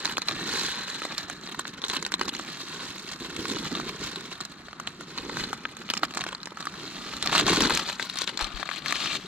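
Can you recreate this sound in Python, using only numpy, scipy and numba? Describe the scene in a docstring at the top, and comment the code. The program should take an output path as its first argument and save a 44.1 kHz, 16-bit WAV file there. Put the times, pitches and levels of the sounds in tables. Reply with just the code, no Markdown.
"""Dry pasta shaken from a bag, inside a tent

Close by, a hand shakes dry pasta from a stiff plastic bag into a pot, over a softly roaring gas stove.
The two ports of a head-worn camera hear the bag pass from right to left; tent cloth returns a short blur.
Film, pasta and knocks are clouds of short damped sines; the burner and the tent blur are shaped noise."""
import sys
import numpy as np
from scipy import signal
from scipy.fft import rfft, irfft, next_fast_len
from scipy.io import wavfile
from scipy.ndimage import uniform_filter1d
from numba import njit

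SR = 44100
rng = np.random.default_rng(int(sys.argv[2]) if len(sys.argv) > 2 else 0)


def dump_mix(stems):
    """Bounce the given channels to the path in sys.argv[1] as a 16-bit WAV at rate SR."""
    frames = np.atleast_2d(stems).T  # one column per channel
    limited = np.clip(frames, -1, 1)  # hard clip at full scale
    pcm = np.round(limited * 32767).astype(np.int16)
    wavfile.write(sys.argv[1], SR, pcm)


N = 408793

# Spectrum of the gas flame. Each row: frequency in Hz, relative density in dB.
BURNER_SPECTRUM = [(22, -47), (50, -11), (100, -15.5), (190, 2), (350, -11.5), (600, -20), (1270, -7),
                   (4000, -32.5), (16000, -65)]
BURNER_DB = -49  # RMS level at the ports

# How the hand works the bag. Each row: time in seconds, base level of the rustle in dB,
# base level of pasta thudding in bag and pot in dB, share of the rustle that is smooth sliding (0-1).
HANDLING = [(0, -38, -43, 0.45), (.25, -43, -46, 0.35), (.52, -33, -38, 0.73), (.75, -37, -48.5, 0.65),
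            (1.5, -48.5, -50, 0.36), (2.3, -44, -46.5, 0.02), (2.72, -37.5, -46, 0.9),
            (3.05, -43.5, -48.5, 0.27), (3.37, -39.5, -39, 0.5), (3.85, -38, -36, 0.61),
            (4.35, -44, -49.5, 0.56), (4.8, -54, -55.5, 0.55), (5.4, -37, -37, 0.69),
            (5.6, -47, -50.5, 0.34), (5.85, -49, -49, 0.3), (6.2, -47, -47.5, 0.1), (6.52, -55, -62, 0.27),
            (6.8, -42, -45, 1), (7.2, -39, -43.5, 0.74), (7.6, -32.5, -24.5, 0.62),
            (7.95, -38.5, -51, 0.42), (8.25, -43.5, -50, 0.34), (8.77, -42.5, -54.5, 0.44),
            (9.05, -47, -43, 0.78), (9.27, -47.5, -46.5, 0.7)]

# Place of the bag. Each row: time in seconds, left minus right in dB, lag of left behind right in ms.
BAG_PLACE = [(0, -2.5, 0.041), (6.3, -2, 0.045), (7.2, -2, 0.029), (8.2, 3.5, 0.0033), (8.7, 7, 0.0089),
             (9.27, 2, 0.0079)]

# Colour of the microphone ports. Each row: frequency in Hz, gain in dB.
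MIC_COLOUR = [(180, -26), (300, 0), (398, -5.5), (678, -9), (1170, -2.5), (2210, -6), (3130, -5.5),
              (4230, -1.5), (4910, -11), (7570, -15), (8940, -23.5), (12100, -26.5), (16000, -42)]

# How the two ports differ. Each row: frequency in Hz, left minus right in dB.
PORT_DIFFERENCE = [(400, 0), (1300, 2), (2400, 2), (4400, 4.5), (6500, -10), (8500, -7.5), (15000, -2.5)]

# Dense ticks of one pitch as pasta streams out and, at the end, as the bag is dragged.
# Each row: time in seconds, ring in Hz, level against the rustle in dB, spread of pitch in octaves.
PASTA_TICKS = [(.4, 1770, -1, 0.11), (1.2, 1757, 1, 0.13), (2.8, 1730, -11, 0.13), (4.3, 1710, -6, .15),
               (8.849, 2900, -9, 0.72), (8.97, 3000, 5, .75)]

# Loud creases. Each row: time in seconds, nominal peak in dB, main ring in Hz,
# nominal treble against the peak in dB.
LOUD_CREASES = [(0.048, -22, 1700, -6), (0.055, -10, 4200, -15), (0.17, -15, 3360, -15),
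                (0.181, -21, 770, -8), (0.219, -17, 4370, -13), (0.285, -9, 3970, -18),
                (0.46, -18, 4200, -19), (0.612, -17, 4100, -16), (0.9, -21, 4100, -10),
                (1.019, -23, 570, -19), (1.052, -20, 590, -16.5), (1.18, -17.5, 4260, -5.5),
                (1.299, -23.5, 1860, -10), (1.474, -23, 4100, -17), (1.546, -22.5, 1340, -20),
                (1.594, -16, 1160, -8), (1.653, -21.5, 1730, -33), (1.679, -24.5, 4070, -11),
                (1.818, -24, 3640, -16), (1.84, -16.5, 3730, -29), (1.848, -20.5, 3770, -15),
                (1.883, -24.5, 3800, -4), (1.899, -15.5, 3700, -12.5), (1.967, -16, 4160, -19),
                (2.026, -22.5, 1370, -4.5), (2.05, -15.5, 3860, -18), (2.064, -22.5, 1840, -6.5),
                (2.12, -21, 1570, -6.5), (2.14, -11, 3930, -13), (2.195, -22.5, 4000, -11),
                (2.213, -12, 1160, -16), (2.281, -18.5, 1070, -16), (2.291, -19, 4310, -13),
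                (2.338, -25.5, 3750, -13), (2.35, -22, 4470, -17), (2.396, -22, 1050, -21),
                (2.603, -26, 3860, -29), (3.364, -18, 3980, -12), (3.454, -17, 1270, -13),
                (3.499, -22, 3780, -15), (3.568, -20.5, 1120, -25), (3.752, -16.5, 3760, -21),
                (3.799, -20, 1230, -14), (4.049, -21.5, 3830, -19), (4.159, -19, 3770, -14.5),
                (4.405, -24, 1360, -13), (4.41, -22.5, 4200, -6), (4.451, -25.5, 3940, -4.5),
                (4.684, -27, 1620, -41), (4.73, -28.5, 1400, -19), (4.799, -23, 1190, -8.5),
                (4.873, -18.5, 3230, -16.5), (5.009, -25.5, 1290, -11), (5.177, -19, 4110, -15),
                (5.184, -16.5, 4230, -18), (5.295, -21.5, 1680, -23), (5.37, -19.5, 1580, -17),
                (5.439, -17, 4140, -17), (5.53, -17.5, 1280, -13), (5.653, -17.5, 1770, -34),
                (5.768, -30.5, 3500, -6), (5.817, -28.5, 1400, -20), (5.89, -26, 3000, -17),
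                (5.901, -14.5, 3180, -11.5), (5.937, -16, 3100, -10.5), (5.969, -24, 3000, -16),
                (5.975, -27.5, 7100, -8), (6.033, -11, 1240, -24), (6.05, -21, 1210, -11),
                (6.108, -28, 2990, -15), (6.138, -23, 4000, -15), (6.148, -26, 1730, -8),
                (6.172, -14.5, 1270, -13), (6.191, -27, 960, -13), (6.209, -18.5, 3840, -12),
                (6.217, -25, 2170, -22), (6.239, -20, 1620, -8.5), (6.265, -17.5, 960, -24),
                (6.288, -22.5, 3260, -16), (6.328, -20, 1010, -19), (6.349, -23, 4430, -19),
                (6.403, -31, 3820, -31), (6.431, -25.5, 3980, -12), (6.457, -30.5, 6450, -14),
                (6.472, -23.5, 1590, -16), (6.52, -32.5, 470, -27), (6.572, -26.5, 1270, -17),
                (6.605, -25, 1500, -14), (6.626, -25, 4000, -15), (6.654, -26, 1470, -5),
                (6.67, -19.5, 1280, -18), (6.74, -30, 1510, -14), (6.878, -26, 4000, -16),
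                (7.135, -23, 1250, -20), (7.167, -22, 4130, -11), (7.226, -14, 3740, -9),
                (7.26, -12.5, 1180, -11), (7.273, -12, 4420, -20), (7.296, -17, 1400, -25),
                (7.328, -10.5, 1110, -21), (7.351, -11.5, 970, -20), (7.359, -15, 2200, -16),
                (7.38, -11, 3020, -11), (7.397, -12.5, 2870, -10), (7.466, -14, 3770, -11),
                (7.482, -15, 990, -13), (7.496, -13.5, 3930, -8.5), (7.532, -13, 1140, -14),
                (7.544, -18, 4300, -12), (7.56, -19, 4440, -7), (7.606, -11.5, 3060, -10),
                (7.621, -16.5, 1550, -7), (7.697, -17.5, 865, -7.5), (7.706, -11.5, 1740, -17),
                (7.75, -21, 3800, 2), (7.773, -13.5, 2380, -6), (7.997, -18, 1970, -18),
                (8.026, -19, 3900, -12), (8.098, -20, 3900, -12), (8.157, -20.5, 3850, -10.5),
                (8.187, -22.5, 4030, -1), (8.218, -15, 3820, -8), (8.276, -16, 3740, -13.5),
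                (8.374, -15.5, 4260, -9.5), (8.392, -22, 1400, -11), (8.41, -18, 1410, -11),
                (8.425, -21.5, 3960, -10), (8.444, -21, 4000, -9), (8.597, -24, 1650, -24),
                (8.629, -19, 1380, -30), (8.69, -21.5, 2090, -20), (8.714, -22.5, 1630, -22),
                (8.86, -19.5, 2240, -12), (8.882, -21, 4300, -7), (8.908, -23, 2000, -9),
                (8.924, -13.5, 2210, -11)]

# Stretches of louder crushing or dragging rustle, each ending abruptly.
# Each row: start in seconds, length in seconds, base level of the rustle in dB.
CRUSH_STRETCHES = [(1.895, 0.077, -37), (7.313, 0.1, -26), (7.463, 0.26, -26), (7.733, 0.066, -28),
                   (7.814, 0.086, -32), (8.159, 0.08, -33.5), (8.263, 0.054, -33), (8.379, 0.074, -34),
                   (8.514, 0.22, -43.5), (8.842, 0.074, -34.5), (8.927, 0.243, -32.5)]

# Knocks on the camera housing. Each row: time in seconds, nominal peak in dB,
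# pitch in Hz, left minus right in dB.
HOUSING_KNOCKS = [(8.42, -28, 36.2, 16), (8.54, -30.5, 36.6, 18)]

# Flurry of small creases around each loud one: level against its nominal peak, build-up and fade
FLURRY_DB, FLURRY_RISE_S, FLURRY_FADE_S = -22, 0.0028, 0.011
CRUSH_ATTACK_S, CRUSH_RELEASE_S = 0.013, 0.004
TENT_T60_S, TENT_DB = 0.018, -6  # decay of the blur; its energy against the bag's direct sound
TENT_TURNS_PER_S = 0.7  # how often the blur cycles through its two patterns
TOP_HZ = 16300


def undb(db):
    """Turns dB into an amplitude factor."""
    return 10 ** (np.asarray(db) / 20)


def level(x, db):
    """Scales a sound to an RMS level in dB."""
    return x * undb(db) / np.sqrt(np.mean(x ** 2))


def spectrum_db(table, hz):
    """Reads (Hz, dB) points on a log-frequency axis."""
    f, db = np.transpose(table)
    return np.interp(np.log(np.maximum(hz, 1)), np.log(f), db)


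def curve(table):
    """Reads (s, value) rows at every sample."""
    return np.interp(np.arange(N) / SR, *np.transpose(table))


def walk(per_s):
    """Random levels held 1 / per_s seconds and slewed once."""
    k = int(SR / per_s)
    steps = np.repeat(rng.standard_normal(N // k + 1), k)
    return uniform_filter1d(steps, size=k)[:N]


def colour(x, db):
    """Causal filter with gains db on 2049 even frequencies, from the folded cepstrum."""
    c = irfft(db * np.log(10) / 20)
    c[1:len(c) // 2] *= 2
    c[len(c) // 2 + 1:] = 0
    return signal.oaconvolve(x, irfft(np.exp(rfft(c))))[:N]


def through_ports(x):
    """Each port colours the sound at its microphone in its own way."""
    grid = np.linspace(0, SR / 2, 2049)
    shared, difference = spectrum_db(MIC_COLOUR, grid), spectrum_db(PORT_DIFFERENCE, grid)
    return np.array([colour(v, shared + side * difference / 2) for v, side in zip(x, (1, -1))])


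@njit
def ring(start, hz, cycles, size, rise, n):
    """Damped sines that begin between samples, swell over a share of their length and fall 60 dB."""
    y = np.zeros(n)
    for k in range(len(start)):
        fall = hz[k] / SR * np.log(1000) / cycles[k]
        s = 2j * np.pi * hz[k] / SR - fall
        i = int(np.ceil(start[k]))
        z, p = size[k] * np.exp(s * (i - start[k])), np.exp(s)
        gap, q = np.exp(-fall / rise * (i - start[k])), np.exp(-fall / rise)
        for j in range(max(i, 0), min(n, i + int(cycles[k] * SR / hz[k]))):
            y[j] += z.imag * (1 - gap)
            z, gap = z * p, gap * q
    return y


def at_ports(s, hz, cycles, size, scatter_ms, scatter_db, rise=0.65):
    """Each grain reaches the two ports from the bag's place, give or take where on the bag it sits."""
    t, pan_db, lag_ms = np.transpose(BAG_PLACE)
    pan = undb((np.interp(s, t, pan_db) + scatter_db) / 2)
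    half_lag_s = (np.interp(s, t, lag_ms) + scatter_ms) / 2000
    return np.array([ring((s + side * half_lag_s) * SR, hz, cycles, size * pan ** side, rise, N)
                     for side in (1, -1)])


def crackle(per_s, count, spread_db, lo_hz, hi_hz, cycles, spill_ms):
    """Random buckling: some bigger creases among many small, each ringing count patches of film."""
    rows = int(per_s * N / SR)
    once, each = rng.random((rows, 2)), rng.random((rows, count, 5))
    hz = lo_hz * (hi_hz / lo_hz) ** each[..., 0]
    s = once[:, :1] * N / SR + spill_ms / 1000 * each[..., 1] ** 2
    force = np.minimum(-np.log(1 - once[:, 1:]), 3.0)
    size = undb(spread_db * force) * hz * (2 * each[..., 2] - 1)
    scatter_ms, scatter_db = .09 * (each[..., 3] - .5), 4 * (each[..., 4] - .5)
    grains = s, hz, np.full(s.shape, 1. * cycles), size, scatter_ms, scatter_db
    return at_ports(*(v.ravel() for v in grains))


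def burner():
    """The gas flame roars and flutters: shaped noise whose bass is nearly alike at both ports."""
    n = next_fast_len(N, True)
    hz = np.arange(n // 2 + 1) * SR / n
    mid, side = rfft(rng.standard_normal((2, n))) * undb(spectrum_db(BURNER_SPECTRUM, hz))
    side = side * np.clip(hz / 3000, .12, 1)
    roar = irfft([mid + side, mid - side], n)[:, :N]
    flutter = undb(2.3 * walk(22))
    return level(roar * flutter, BURNER_DB)


def film_rustle(share):
    """Small creases blend with smooth sliding as share rises from 0 to 1, by power."""
    creases = through_ports(
        crackle(200, count=14, spread_db=3.5, lo_hz=500.0, hi_hz=16260, cycles=14.8, spill_ms=4))
    sliding = through_ports(
        crackle(3000, count=2, spread_db=5.0, lo_hz=497, hi_hz=6160, cycles=8.1, spill_ms=1.503))
    # skin and cloth brushing the film add a fine, even hiss on top
    hiss = through_ports(
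        crackle(14000, count=1, spread_db=2.0, lo_hz=3550, hi_hz=15900, cycles=10.0, spill_ms=0))
    sliding = level(sliding, -1.7) + level(hiss, -6.5)
    film = np.sqrt(1 - share) * level(creases, 0) + np.sqrt(share) * level(sliding, 0)
    # the rustle's dull and bright parts flicker at random, each by itself
    dull = signal.sosfilt(signal.butter(1, 2600, fs=SR, output="sos"), film)
    bright = film - dull
    return dull * undb(2.3 * walk(14)) + bright * undb(2.6 * walk(14))


def pasta_thuds():
    """Pasta thuds in bag and pot as low damped rings, over a rumble of the housing."""
    thuds = crackle(350, count=3, spread_db=2.0, lo_hz=135.4, hi_hz=402, cycles=6.65, spill_ms=7.8)
    # a small bag radiates no deep bass
    thuds = signal.sosfilt(signal.butter(1, 130, "high", fs=SR, output="sos"), thuds)
    # moving arms shake the head-worn housing with a deep rumble
    rumble = crackle(120, count=1, spread_db=3.5, lo_hz=35.2, hi_hz=111, cycles=5.0, spill_ms=0)
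    return level(level(thuds, 0) + level(rumble, -16.0), 0)


def ticks():
    """Hard little pieces knock together and ring close to one pitch and its overtone; at the end, cloth rubbing
    on the bag rings near 3 kHz the same way."""
    chance = rng.random((int(1500 * N / SR), 6)).T
    t, ring_hz, db, octaves = np.transpose(PASTA_TICKS)
    s = chance[0] * N / SR
    mode = np.where(chance[5] < .5, 1, 2.25)  # fundamental or overtone
    detune = 2 ** (np.interp(s, t, octaves) * (chance[1] - .5))
    hz = np.interp(s, t, ring_hz) * mode * detune
    size = undb(np.minimum(-3.0 * np.log(1 - chance[2]), 9))
    scatter_ms, scatter_db = .06 * (chance[3] - .5), 3 * (chance[4] - .5)
    sound = at_ports(s, hz, 17.6 * mode, size, scatter_ms, scatter_db)
    return undb(curve(np.transpose([t, db]))) * level(sound, 0)


def flurries():
    """Power of the small creases that gather before each loud one and die away after it."""
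    s, peak_db = np.transpose(LOUD_CREASES)[:2]
    kicks = np.bincount((s * SR).astype(int), undb(peak_db + FLURRY_DB) ** 2, N)
    age = np.arange(-8192, 8193) / SR
    shape = np.exp(np.where(age < 0, age / FLURRY_RISE_S, -age / FLURRY_FADE_S))
    return np.maximum(signal.oaconvolve(kicks, shape, "same"), 0)


def snaps():
    """A loud crease rings one patch hardest; patches of other sizes follow within milliseconds."""
    s, peak_db, main_hz, treble_db = np.transpose(LOUD_CREASES)[..., None]
    chance = rng.random((len(LOUD_CREASES), 25, 6))
    kind = np.repeat([0, 1, 2], [1, 12, 12])  # main ring, neighbours, treble
    hz = np.choose(kind, [main_hz, 600 * 7.94 ** chance[..., 0], 4800 * 3.28 ** chance[..., 0]])
    # neighbours weaken with their distance in octaves from the main ring
    near_db = 1.5 - 3.0 * np.abs(np.log2(hz / main_hz)) - 9.0 * chance[..., 1]
    # offset the ports' shared colour at the main ring
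    db = peak_db - spectrum_db(MIC_COLOUR, main_hz) + np.choose(kind, [6.5, near_db, treble_db + 14.0])
    late_s = np.choose(kind, [0, .003, .002]) * chance[..., 2] ** 3
    cycles = 0.0038 * hz + 1.0
    size = undb(db) * np.sign(chance[..., 3] - .5)
    scatter_ms, scatter_db = .05 * (chance[..., 4] - .5), 3 * (chance[..., 5] - .5)
    grains = s + late_s, hz, cycles, size, scatter_ms, scatter_db
    return at_ports(*(v.ravel() for v in grains), rise=0.29)


def crushes():
    """Power of the louder crushing or dragging rustle: quick attack, hold, abrupt end."""
    t = np.arange(N) / SR
    power = np.zeros(N)
    for s, held, db in CRUSH_STRETCHES:
        corners = [0, CRUSH_ATTACK_S, held, held + CRUSH_RELEASE_S]
        power += undb(db) ** 2 * np.interp(t - s, corners, [0, 1, 1, 0])
    return power


def knocks():
    """Slow one-sided thumps carried through the housing."""
    s, db, hz, pan_db = np.transpose(HOUSING_KNOCKS)
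    cycles = np.full(len(s), 5.)
    return np.array([ring(s * SR, 1. * hz, cycles, undb(db + side * pan_db / 2), 0.37, N)
                     for side in (1, -1)])


def tent_blur(bag):
    """Tent cloth returns a short, shifting blur, unlike at each port and mostly of the treble."""
    age = np.arange(1, 4096) / SR
    # two decaying noise patterns for each port, silent for the first 1.5 ms
    blur = rng.standard_normal((2, 2, len(age))) * undb(-60 * age / TENT_T60_S) * (age > .0015)
    blur = signal.sosfilt(signal.butter(1, 900, "high", fs=SR, output="sos"), blur)
    blur = level(blur, TENT_DB) / np.sqrt(len(age))
    # crossfade steadily, but with a wander, between the patterns and their inversions
    turn = 2 * np.pi * (TENT_TURNS_PER_S * np.arange(N) / SR + walk(3) / 4)
    weights = np.cos(turn), np.sin(turn)
    return sum(signal.oaconvolve(bag * w, b, axes=1)[:, :N] for w, b in zip(weights, blur))


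def scene():
    """The hand drives the rustle, ticks and thuds; snaps, tent, knocks and burner join them."""
    t, *controls = np.transpose(HANDLING)
    rustle_db, thud_db, share = (curve(np.transpose([t, c])) for c in controls)
    share = np.clip(share, 0, 1)
    flurry = flurries()
    effort = np.sqrt(undb(rustle_db) ** 2 + flurry + crushes())
    # the contents move in jerks, so rustle and thuds clump together unless the bag slides
    jerks = undb(6.63 * (1 - share) * np.minimum(walk(60), 1))
    # creases jolt the contents, so the thuds swell with the flurries
    jolt = (1 + flurry / undb(rustle_db) ** 2) ** 0.17
    rustle = effort * (film_rustle(share) + through_ports(ticks()))
    thuds = jolt * undb(thud_db) * pasta_thuds()
    bag = jerks * (rustle + thuds) + through_ports(snaps())
    return bag + tent_blur(bag) + knocks() + burner()


def record(dry):
    """The camera cuts the top steeply."""
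    return signal.sosfilt(signal.ellip(10, .2, 80, TOP_HZ, fs=SR, output="sos"), dry)


dry = scene()
out = record(dry)
dump_mix(out)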